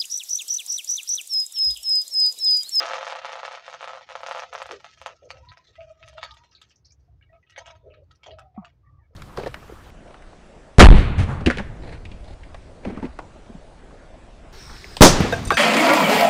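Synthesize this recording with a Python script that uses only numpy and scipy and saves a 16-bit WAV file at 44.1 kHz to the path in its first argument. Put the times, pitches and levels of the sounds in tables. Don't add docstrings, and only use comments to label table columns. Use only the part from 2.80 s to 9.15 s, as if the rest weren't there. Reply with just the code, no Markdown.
import sys
import numpy as np
from scipy import signal
from scipy.fft import rfft, irfft
from scipy.io import wavfile
from scipy.ndimage import uniform_filter1d

SR = 44100
rng = np.random.default_rng(int(sys.argv[2]) if len(sys.argv) > 2 else 0)


def dump(signal):
    limited = np.clip(np.atleast_2d(signal).T, -1, 1)
    pcm = np.round(limited * 32767).astype(np.int16)
    wavfile.write(sys.argv[1], SR, pcm)


def boost_factor(decibels):
    exponent = np.asarray(decibels, float) / 20
    return 10 ** exponent


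N = 280035


def level(x, db):
    return x * boost_factor(db) / np.sqrt(np.mean(x ** 2))


def shape(x, gain_db):
    cep = irfft(gain_db * np.log(10) / 20, N)
    cep[1:N // 2] *= 2
    cep[N // 2 + 1:] = 0
    return irfft(rfft(x) * np.exp(rfft(cep)), N)


def colour(table):
    hz, db = np.transpose(table)
    return np.interp(np.log(np.fft.rfftfreq(N, 1 / SR) + 1), np.log(hz), db)


def resonate(x, hz, width_hz):
    return signal.lfilter(*signal.iirpeak(hz, hz / width_hz, fs=SR), x)


def curve(table):
    s, *columns = np.transpose(table)
    return [np.interp(np.arange(N) / SR, s, c) for c in columns]


def walk(rate):
    hold = int(SR / rate)
    steps = np.repeat(rng.standard_normal(N // hold + 1), hold)[:N]
    return 1.2 * uniform_filter1d(steps, hold)


def bump(s, length_s):
    return np.exp(-((np.arange(N) / SR - s) / length_s) ** 2)


def sizes(count, spread_db):
    spread = boost_factor(spread_db * rng.exponential(size=count).clip(0, 4))
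    return rng.standard_normal(count).clip(-2, 2) * spread


def lowpass(x, order, hz):
    return signal.butter(order, hz, fs=SR, output="sos")


def bands(x):
    low, mid = (signal.sosfiltfilt(lowpass(x, 4, hz), x) for hz in (1500, 4000))
    return low, mid - low, x - mid


def dull(x):
    return signal.sosfilt(lowpass(x, 4, 7500), x)


def bursts():
    # start in seconds, strength in dB, pitch in Hz.
    plunge = [(0.0066, -24, 998), (0.0143, -27.5, 696), (0.0215, -30, 804), (0.036, -24, 1500),
              (0.0481, -25.5, 1100), (0.0569, -22, 5440), (0.0818, -24.5, 4200), (0.0717, -32, 1200),
              (0.0895, -30.5, 892), (0.0989, -27, 1526), (0.109, -25, 1000), (0.116, -26.5, 1500),
              (0.1348, -19.5, 2000), (0.1826, -24, 1907), (0.2109, -27.5, 1995), (0.2293, -25, 892),
              (0.2479, -27, 5610), (0.268, -25, 1686), (0.299, -25, 3713), (0.3241, -22.5, 1102),
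              (0.3526, -27.5, 2003), (0.3596, -29.5, 893), (0.4476, -24, 1395), (0.4545, -28, 5640),
              (0.479, -34, 2075), (0.5197, -28, 4950), (0.5558, -27.5, 1390), (0.6319, -26.5, 810),
              (0.6388, -41, 5700), (0.6515, -24.5, 2630), (0.6797, -27.5, 1300), (0.7195, -29.5, 5550),
              (0.7747, -34.5, 810)]
    # start in seconds, strength in dB, pitch in Hz.
    gushes = [(0.8337, -68, 2400), (0.8582, -38, 5650), (0.88, -30, 1130), (0.8994, -31.5, 5600),
              (0.9287, -31, 3170), (0.9409, -29.5, 1530), (1.0087, -30, 1730), (1.0283, -28, 1010),
              (1.0429, -26.5, 1620), (1.0758, -27.5, 1500), (1.0936, -31, 1300),
              (1.1069, -32.5, 1000), (1.1337, -30, 1100), (1.1737, -34.5, 800), (1.2104, -38, 1420),
              (1.2739, -73, 4500), (1.2904, -33, 3000), (1.3069, -32, 2100), (1.3189, -32.5, 1500),
              (1.3353, -51, 5560), (1.354, -24, 980), (1.4062, -33, 1370), (1.4334, -26, 1073),
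              (1.45, -42, 1300), (1.464, -23.5, 4200),
              (1.4858, -27, 1090), (1.5116, -21.5, 1480), (1.5184, -27, 4900), (1.5487, -26, 1200),
                   (1.5621, -27.5, 1410), (1.5775, -30.5, 900), (1.5892, -33, 1200), (1.595, -24, 4550),
                   (1.6125, -57, 4200), (1.6218, -28.5, 1130), (1.6358, -29, 1190), (1.729, -29.5, 1690),
                   (1.7514, -24, 1520), (1.7795, -28.5, 5600), (1.8018, -32.5, 860), (1.8188, -24.5, 2000),
                   (1.858, -31.5, 1400), (1.892, -32.5, 1100), (1.911, -25, 3300), (2.005, -37.5, 4200),
                   (2.0449, -31, 2920), (2.1052, -62, 5600), (2.1752, -43, 5200), (2.2158, -32, 2060),
                   (2.2615, -21.5, 1450)]
    # start in seconds, strength in dB, pitch
    # in Hz.
    crowd = [(0.1515, -30, 1800), (0.1627, -33.5, 1800), (0.2224, -35, 3200), (0.2783, -24.5, 1800),
             (0.311, -30.5, 2200), (0.3698, -33.5, 1300), (0.3875, -38, 3104), (0.3945, -36, 1800),
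             (0.417, -35.5, 1600), (0.4347, -37.5, 1200), (0.4405, -38.5, 1300), (0.4617, -33, 1698),
             (0.4846, -37, 2900), (0.4934, -29, 1396), (0.5317, -26.5, 2200), (0.5728, -32.5, 1400),
             (0.5812, -37.5, 1500), (0.5879, -36.5, 2100), (0.5937, -39, 1300), (0.6004, -31, 1900),
             (0.658, -33, 3300), (0.6626, -39.5, 3200), (0.7114, -33, 1300), (0.7345, -33.5, 1500),
             (0.743, -33.5, 1000), (0.7511, -30.5, 2300), (0.791, -54, 2300),
             (0.9585, -43, 2300), (1.0815, -39, 1810), (1.0992, -38, 1300), (1.1504, -33, 1100),
                  (1.158, -35.5, 1400), (1.1832, -41, 1500), (1.2174, -43, 1800), (1.2997, -34.5, 2400),
                  (1.37, -37.5, 1600), (1.4986, -35.5, 1700), (1.5254, -41, 3700), (1.5725, -29.5, 2000),
                  (1.646, -42.5, 1400), (1.6633, -44.5, 2000), (1.733, -31, 1510), (1.7448, -35, 1500),
                  (1.8076, -44, 1400), (1.8355, -46, 2400), (1.926, -33, 3500), (1.9411, -39, 2400),
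                  (2.0577, -45.5, 2080), (2.0641, -37, 2400), (2.2324, -42.5, 2500), (2.2786, -38, 1617),
                  (2.291, -41, 1900)]
    # start in seconds, strength in dB, pitch in Hz, focus in dB
    lone_pops = [(2.447, -42, 5500, 14), (2.505, -25, 4700, 2), (2.651, -44.5, 5000, 2.5),
                 (2.6892, -35, 3420, 15.5), (2.7187, -35.5, 3170, 7), (2.773, -34, 2900, 7),
                 (2.9002, -53, 2800, 23), (2.956, -38.5, 3060, 10), (3.0075, -36, 2200, 20),
                 (3.0817, -56, 2400, 14), (3.1106, -47.5, 5500, 5), (3.2286, -35, 2300, 6),
                 (3.2603, -37, 4800, 8), (3.2788, -30, 3840, 6.5), (3.331, -42.5, 5500, 1),
                 (3.382, -31.5, 1620, 4.5), (3.4303, -27, 2450, 1.5), (3.509, -30, 3800, 13.5),
                 (3.541, -41.5, 4500, 4), (3.57, -39.5, 4000, 4), (3.6137, -60, 5500, 16.5),
                 (3.6376, -41.5, 4020, 3), (3.7199, -42.5, 3200, 7.5), (3.7508, -45, 3420, 20.5),
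                 (3.8161, -36.5, 5000, 7), (3.8897, -45, 5020, 15), (3.9074, -40, 4000, 15.5),
                 (3.958, -51.5, 5460, 14), (4.0558, -47, 4500, 13.5), (4.122, -57, 5500, 6),
                 (4.2, -63, 5500, 13.5),
                 (4.416, -61.5, 2290, 12), (4.429, -47.5, 3000, 20), (4.531, -47, 1890, 7),
                (4.553, -51.5, 1700, 4), (4.631, -56, 2400, 5.6), (4.668, -47.5, 2290, 13),
                (4.698, -33.5, 4540, 10.2), (4.7233, -36.5, 3500, 11), (4.7624, -30, 2550, 13),
                (4.7791, -28, 5100, 3.35), (4.8599, -33.5, 3460, 7.2), (4.879, -41.5, 4970, 1.5),
                (4.9036, -40, 4900, 2.1), (4.9533, -43, 4170, 4.6), (5.102, -57, 1590, 7),
                (5.14, -40.5, 2550, 14), (5.236, -54.5, 5030, 12), (5.311, -45, 4160, 5.2),
                (5.3524, -47.5, 5000, 9.3), (5.4342, -37, 4150, 5.6), (5.4631, -41, 5000, 0.88),
                (5.509, -32.5, 3020, 26), (5.521, -51, 3540, 14), (5.587, -41, 5100, 1.4),
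                (5.611, -47.5, 1500, 9), (5.7478, -51, 1660, 8.3), (5.848, -39, 2500, 3.4),
                (6.3356, -64, 784, 4.7)]
    band_hz = np.array([800, 2400, 5500])
    band_db = np.array([1.5, -0.5, -8.5])
    usual_focus_db = 2.5
    boiling = plunge + gushes + crowd
    rows = [(*pop, usual_focus_db) for pop in boiling] + lone_pops
    return [(s, *(db + band_db - abs(focus) * np.abs(np.log2(band_hz / hz)))) for s, db, hz, focus in rows]


def pot(x, ring_db):
    # frequency in Hz, level in dB per Hz.
    pop_colour = [(120, -79.5), (200, -21.5), (390, -23), (520, -3.5), (700, -5), (1300, -2), (2030, -7),
                  (3200, -9), (4200, -10.5), (6400, -12), (7900, -25), (10000, -32.5), (13800, -58),
                  (15000, -51), (16500, -81.5)]
    # frequency in Hz, width in Hz, level in dB.
    modes = [(532.4, 50, 0), (676.5, 50, 8.5), (833, 130, -5), (965, 25, -3.5), (1189, 28, -9.5),
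             (1288, 35, 2.5), (1856, 13, -9)]
    rings = sum(boost_factor(db) * resonate(x, hz, width_hz) for hz, width_hz, db in modes)
    return shape(x + boost_factor(ring_db) * rings, colour(pop_colour))


def echoes(x):
    # delay in milliseconds, level in dB.
    reflections = [(1.7, -22.5), (2.2, -13.5), (5.8, -10.5), (6.9, -11.5), (9.4, -15.5), (11.7, -21),
                   (17.0, -20)]
    taps = np.zeros(SR // 50)
    taps[0] = 1
    for ms, db in reflections:
        taps[int(ms * SR / 1000)] = boost_factor(db)
    return signal.fftconvolve(x, taps)[:N]


def wall():
    delay_ms, smear_ms, echo_db = 6.6, 1.17, 0
    smear = rng.standard_normal(SR // 100)[:int(smear_ms * SR / 1000)]
    smear = smear * np.hanning(len(smear))
    echo = boost_factor(echo_db) * smear / np.sqrt(np.sum(smear ** 2))
    return np.append(np.zeros(int(delay_ms * SR / 1000)), echo)


def pops(tail_db, t60s):
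    # time in seconds, level in dB, decay factor.
    linger = [(0, 2, 0.62), (.8, 4, 1.08), (2.4, -0.5, 1.68), (4.2, 8.5, 0.96), (6.35, 6.5, 1.48)]
    crack_db = (4., 3.5, 4.5)
    direct_spit_db = -4.5
    ring_db = -2.
    cracks, tails = np.zeros((3, N + SR)), np.zeros((3, N + SR))
    t = np.arange(int(.16 * SR)) / SR
    spatter_curves = curve(linger)
    shut = np.clip(t / 0.0026, 0, 1) * np.clip((.13 - t) / 0.068, 0, 1)
    for s, *band_db in bursts():
        i = int(s * SR)
        drops = 4.5 * sizes(len(t), 2.0) * (rng.random(len(t)) < .03)
        spatter = (drops + .5 * rng.standard_normal(len(t))) * shut
        more_db, slower = (c[min(i, N - 1)] for c in spatter_curves)
        spit = boost_factor(band_db[-1] + crack_db[-1])
        bright = spit * wall()
        cracks[-1, i:i + len(bright)] += bright
        cracks[-1, i] += spit * (1 - boost_factor(direct_spit_db))
        for k, db in enumerate(band_db):
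            cracks[k, i] -= boost_factor(db + crack_db[k])
            decay_db = db + more_db + tail_db[k] - 60 * t / (slower * t60s[k])
            tails[k, i:i + len(t)] += boost_factor(decay_db) * spatter
    tails = dull(tails)
    click = pot(np.roll(signal.unit_impulse(N), 500), ring_db)
    unit = [np.abs(signal.hilbert(b[:SR // 10])).max() for b in bands(click)]
    return sum(bands(pot(echoes(cracks[k, :N]) + tails[k, :N], ring_db))[k] / unit[k] for k in range(3))


def fizz():
    # time in seconds, fizz in dB, brightness in dB.
    boil = [(0.0, -36.5, -1.5), (0.3, -41, -2.5), (1.01, -54.5, 2), (1.7, -52, 4), (2.25, -57, 7.5),
            (2.42, -59.5, 5.5), (3.09, -64.5, 7), (3.46, -53, 4.5), (3.82, -67.5, 7.5), (4.24, -92.5, 15),
            (4.9, -70.5, 3.5), (6.35, -96, -17.5)]
    grains = sizes(N, 2.5) * (rng.random(N) < .012)
    grains = pot(dull(echoes(grains) + 0.14 * rng.standard_normal(N)), 0.8)
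    fizz_db, bright_db = curve(boil)
    gaps_db = 2.5 * walk(70)
    boil_db = fizz_db - bright_db, fizz_db, fizz_db - 10 + 0.86 * bright_db
    return sum(level(b, -3.5) * boost_factor(db + 1.6 * walk(40) + gaps_db) for b, db in zip(bands(grains), boil_db))


def bounce(x):
    # time in seconds, share from 0 to 1.
    bounce_share = [(0, 0), (2.3, .1), (3.0, .3), (4.4, .6), (5.0, .6), (5.3, .35), (6.35, .4)]
    delay_ms, kept = 3.13, .6
    loop = np.zeros(int(delay_ms * SR / 1000) + 1)
    loop[0], loop[-1] = 1, -kept
    share = curve(bounce_share)[0]
    return (1 - share) * x + share * np.sqrt(1 - kept ** 2) * signal.lfilter([1], loop, x)


def suppress(x, patchy_db, least_db):
    # time in seconds, bar over the usual level in dB, blotches in dB.
    bar = [(0, -17, 0), (2.1, -13, 1), (2.6, -8, 3.5), (6.35, -7, 5)]
    _, s, z = signal.stft(x, SR, nperseg=512, noverlap=384)
    power = uniform_filter1d(np.abs(z) ** 2, size=9, axis=1) + 1e-18
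    usual = uniform_filter1d(uniform_filter1d(power, size=200, axis=1), size=9, axis=0)
    streaks = uniform_filter1d(rng.standard_normal(z.shape), size=36, axis=1) * np.sqrt(36)
    blotches = uniform_filter1d(streaks, size=8, axis=0) * np.sqrt(8)
    times, bar_db, blotch_db = np.transpose(bar)
    threshold = usual * boost_factor(2 * (np.interp(s, times, bar_db) + patchy_db * streaks))
    gain = np.clip(1 - threshold / power, boost_factor(least_db), 1)
    gain = gain * boost_factor(np.interp(s, times, blotch_db) * (blotches + streaks / 2))
    gain = uniform_filter1d(gain, size=3, axis=1)
    return signal.istft(z * gain, nperseg=512, noverlap=384)[1][:N]


def fire():
    # time in seconds, rumble in dB.
    rumble = [(0.0, -81), (1.63, -73.5), (1.95, -58), (2.07, -75.5), (2.2, -64), (2.3, -68), (2.71, -53),
              (2.78, -75.5), (2.99, -56), (3.62, -61), (3.68, -66.5), (4.47, -54.5), (4.76, -72),
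              (4.83, -56), (5.33, -56), (5.4, -69.5), (5.48, -58), (6.35, -55)]
    # frequency in Hz, level in dB per Hz.
    flame_colour = [(12, -45), (25, -17.5), (52, 0), (70, 9), (139, -0.5), (172, -25.5), (247, -32),
                    (300, -17), (390, -63.5), (660, -120)]
    # time in seconds, level in dB.
    lulls = [(.8, -7), (2.37, -7), (2.86, -7), (3.17, -8.5), (3.95, -9.5), (4.27, -9), (4.66, -9),
             (5.0, -2.5), (5.72, -4), (5.92, -4)]
    roar = level(shape(rng.standard_normal(N), colour(flame_colour)), -0.47)
    lull_db = sum(db * bump(s, 0.032) for s, db in lulls)
    return roar * boost_factor(curve(rumble)[0] + 2.6 * walk(10) + lull_db)


def yard():
    # frequency in Hz, level in dB per Hz.
    air_colour = [(88, -18), (150, 1), (230, -11.5), (350, -8.5), (700, -16.5), (3100, -32), (5900, -35.5),
                  (7700, -44), (10000, -48), (16000, -43)]
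    air = level(shape(rng.standard_normal(N), colour(air_colour)), -74.5)
    breeze_db = 4 * bump(4.24, 0.088)
    return air * boost_factor(1.2 * walk(12) + breeze_db)


def rubs():
    # start in seconds, length in seconds, pitch in Hz, level in dB, glide ratio.
    songs = [(1.9, 0.16, 1314, -80.5, 1.15), (2.529, 0.124, 523, -58, 1.01), (2.6, .26, 928, -59.5, 1.092),
             (2.977, 0.1644, 657, -48.5, .97), (2.96, 0.45, 1270, -73.5, .98),
             (3.199, .2, 640, -59.5, 0.99), (3.35, 0.074, 630, -49.5, 1.04),
             (3.477, 0.268, 882, -64.5, 1.084), (3.461, 0.2, 1217, -62, 1.01),
             (4.276, 0.086, 705, -74, 0.99), (4.499, 0.102, 651, -60.5, 1.025), (4.779, 0.3, 955, -62.5, 1),
             (4.751, 0.34, 659, -63, 0.97), (4.69, 0.3, 1295, -74, 1), (5.049, .18, 634, -58, 0.97),
             (5.462, 0.221, 635, -52, 1.0), (5.57, 0.19, 765, -61.5, .99), (3.11, 0.112, 660, -69, .97),
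             (1.7, .12, 490, -58.5, .93), (2.62, .36, 1900, -77, 1.02), (5.763, 0.018, 740, -48, 1.004),
             (5.743, .025, 740, -63, 1), (5.81, .09, 670, -57, 1.03), (2.3, 0.35, 1310, -73, 1),
             (6.03, 0.21, 1172, -69.5, 0.995), (5.585, 0.117, 1290, -72, 1), (5.05, .09, 410, -58.5, 1.03),
             (6.19, .06, 770, -74.5, 1.2), (6.048, .065, 1850, -74, 1.02), (6.188, .1, 1960, -77.5, 0.87)]
    # start in seconds, length in seconds, pitch in Hz, level in dB.
    scrapes = [(1.893, .11, 470, -44), (2.275, .1, 562, -54.5), (2.46, .05, 521, -59),
               (2.42, .065, 535, -48), (5.03, .13, 500, -55), (0, .07, 380, -55), (5.79, .1, 1050, -62),
               (2.54, .09, 672, -59), (2.885, .05, 480, -69), (5.15, .11, 490, -60), (5.46, .1, 500, -55),
               (6.308, .066, 535, -65), (5.462, .09, 660, -51)]
    # start in seconds, length in seconds, pitch in Hz, level in dB.
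    hisses = [(2.686, .07, 4120, -59), (2.868, .1, 3810, -67), (3.5092, 0.018, 3650, -55),
              (3.5396, .02, 3420, -63), (3.5685, .02, 3500, -61), (3.712, .03, 5300, -66),
              (3.7282, 0.034, 5300, -64), (3.7496, .07, 4100, -58.5), (3.778, 0.049, 2400, -73),
              (3.815, 0.048, 3480, -59.5), (3.8953, 0.054, 5350, -68.5), (3.9058, 0.062, 2830, -67.5),
              (3.9582, 0.062, 5880, -69), (4.046, .11, 4730, -68.5), (4.0534, 0.044, 5280, -62.5),
              (4.1048, 0.054, 5310, -71), (4.1203, 0.043, 6140, -65), (5.1, .13, 2650, -67.5),
              (5.512, 0.067, 4320, -65.5), (5.75, 0.2, 2170, -78.5)]
    # start in seconds, length in seconds, pitch in Hz, level in dB.
    flecks = [(2.955, 0.037, 2020, -63.5), (3.0, 0.17, 2420, -73), (3.905, 0.0305, 1870, -76),
              (4.108, 0.04, 2360, -79), (4.412, .06, 1650, -76.5), (4.412, 0.12, 2240, -75),
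              (4.425, 0.048, 2850, -68), (4.49, 0.058, 1906, -71.5), (4.528, .05, 2560, -73),
              (4.53, 0.089, 1270, -71), (4.535, 0.057, 2250, -75.5), (4.628, 0.034, 1950, -68),
              (4.628, 0.02, 2480, -73.5), (5.308, 0.047, 1284, -70.5), (5.395, 0.085, 1300, -78.5),
              (5.13, 0.056, 1214, -75.5), (5.845, .05, 1193, -60), (6.06, 0.036, 2220, -84),
              (6.23, .05, 2235, -80.5)]
    rows = [(s, length, hz, 0.085 * hz, db, glide, .5, .8) for s, length, hz, db, glide in songs]
    for table, share, swell in ((scrapes, 0.4, .55), (hisses, 0.22, 0), (flecks, 0.05, .28)):
        rows += [(s, length, hz, share * hz, db, 1.0, swell, 0) for s, length, hz, db in table]
    return rows


def knock():
    # frequency in Hz, level in dB, t60 in seconds.
    clay_rings = [(756, -34.5, 0.067), (1130, -40, 0.078), (1250, -50, 0.15), (930, -46, 0.11)]
    start_hz, sag_hz_per_s, thud_db, hold_s = 230.4, 1740, -29, 0.028
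    t = np.arange(SR // 10) / SR
    turns = np.cumsum(np.maximum(start_hz - sag_hz_per_s * t, 90)) / SR
    thud = np.clip(t / 0.0035, 0, 1) * boost_factor(thud_db) * np.exp(-(t / hold_s) ** 2) * np.sin(2 * np.pi * turns)
    rings = sum(boost_factor(db - 60 * t / t60) * np.sin(2 * np.pi * hz * t) for hz, db, t60 in clay_rings)
    return thud + np.clip(t / 0.0026, 0, 1) * rings


def skimmer():
    knock_s, flutter_db = 5.776, 2.5
    ping_rise_s, ping_fall_db = 0.0011, 27.5
    out = np.zeros(N + SR)
    for s, length, hz, width_hz, db, glide, swell, steady in rubs():
        u = np.linspace(0, 1, int(length * SR))
        noise = rng.standard_normal((2, SR // 2))
        waver = signal.sosfilt(lowpass(noise, 3, max(width_hz, 40) / 2), noise)[:, -len(u):]
        turns = np.cumsum(hz * glide ** np.minimum(2 * u, 1)) / SR
        wavering = steady * np.std(waver) + waver[0] + 1j * waver[1]
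        song = np.real(wavering * np.exp(2j * np.pi * turns))
        if swell:
            envelope = np.sin(np.pi * u ** swell)
        else:
            envelope = np.clip(u * length / ping_rise_s, 0, 1) * boost_factor(-ping_fall_db * u) * (1 - u ** 4)
        out[int(s * SR):int(s * SR) + len(u)] += level(song * envelope, db)
    out = out[:N] * boost_factor(flutter_db * walk(45))
    thud = knock()
    out[int(knock_s * SR):int(knock_s * SR) + len(thud)] -= thud
    return out


def snaps():
    # start in seconds, level in dB.
    sharpest = [(0.2818, -52.5), (0.3516, -61.5), (0.4534, -61.5), (0.6569, -65), (1.4123, -58.5),
                (1.4651, -55.5), (1.735, -49.5), (1.8239, -50.5), (1.915, -53.5), (2.212, -55),
                (2.26, -48.5), (2.5046, -66.5), (1.3555, -73), (1.487, -50.5), (1.52, -55), (1.55, -55),
                (1.582, -56), (1.785, -66), (1.863, -52), (0.05, -54), (0.09, -56.5), (0.142, -57),
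                (3.2836, -59), (3.4353, -50), (3.5399, -62), (3.8138, -59), (4.7032, -66.5), (5.5904, -57)]
    low_hz, tilt_db, t60_s = 7080, -20.5, 0.044
    out, t = np.zeros(N + SR), np.arange(SR // 20) / SR
    for s, db in sharpest:
        spray = rng.standard_normal(len(t)) * boost_factor(db - 60 * t / t60_s) * np.clip(t / .003, 0, 1)
        out[int(s * SR):int(s * SR) + len(t)] += spray
    slope = colour([(low_hz / 2, -60), (low_hz, 0), (2 * low_hz, tilt_db), (15800, tilt_db - 4), (16800, -50)])
    return shape(out[:N], slope + 10.0)


def scene():
    oil = pops(tail_db=(-33.5, -29.5, -28.5), t60s=(.2, .18, .15)) + fizz()
    near = suppress(bounce(oil), patchy_db=5.5, least_db=-17.)
    return (near + fire() + yard() + skimmer() + snaps())[None]


def low_pass(x):
    return signal.sosfilt(signal.butter(12, 15800, fs=SR, output="sos"), x)


def record(dry):
    return low_pass(dry)


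dry = scene()
out = record(dry)
dump(out)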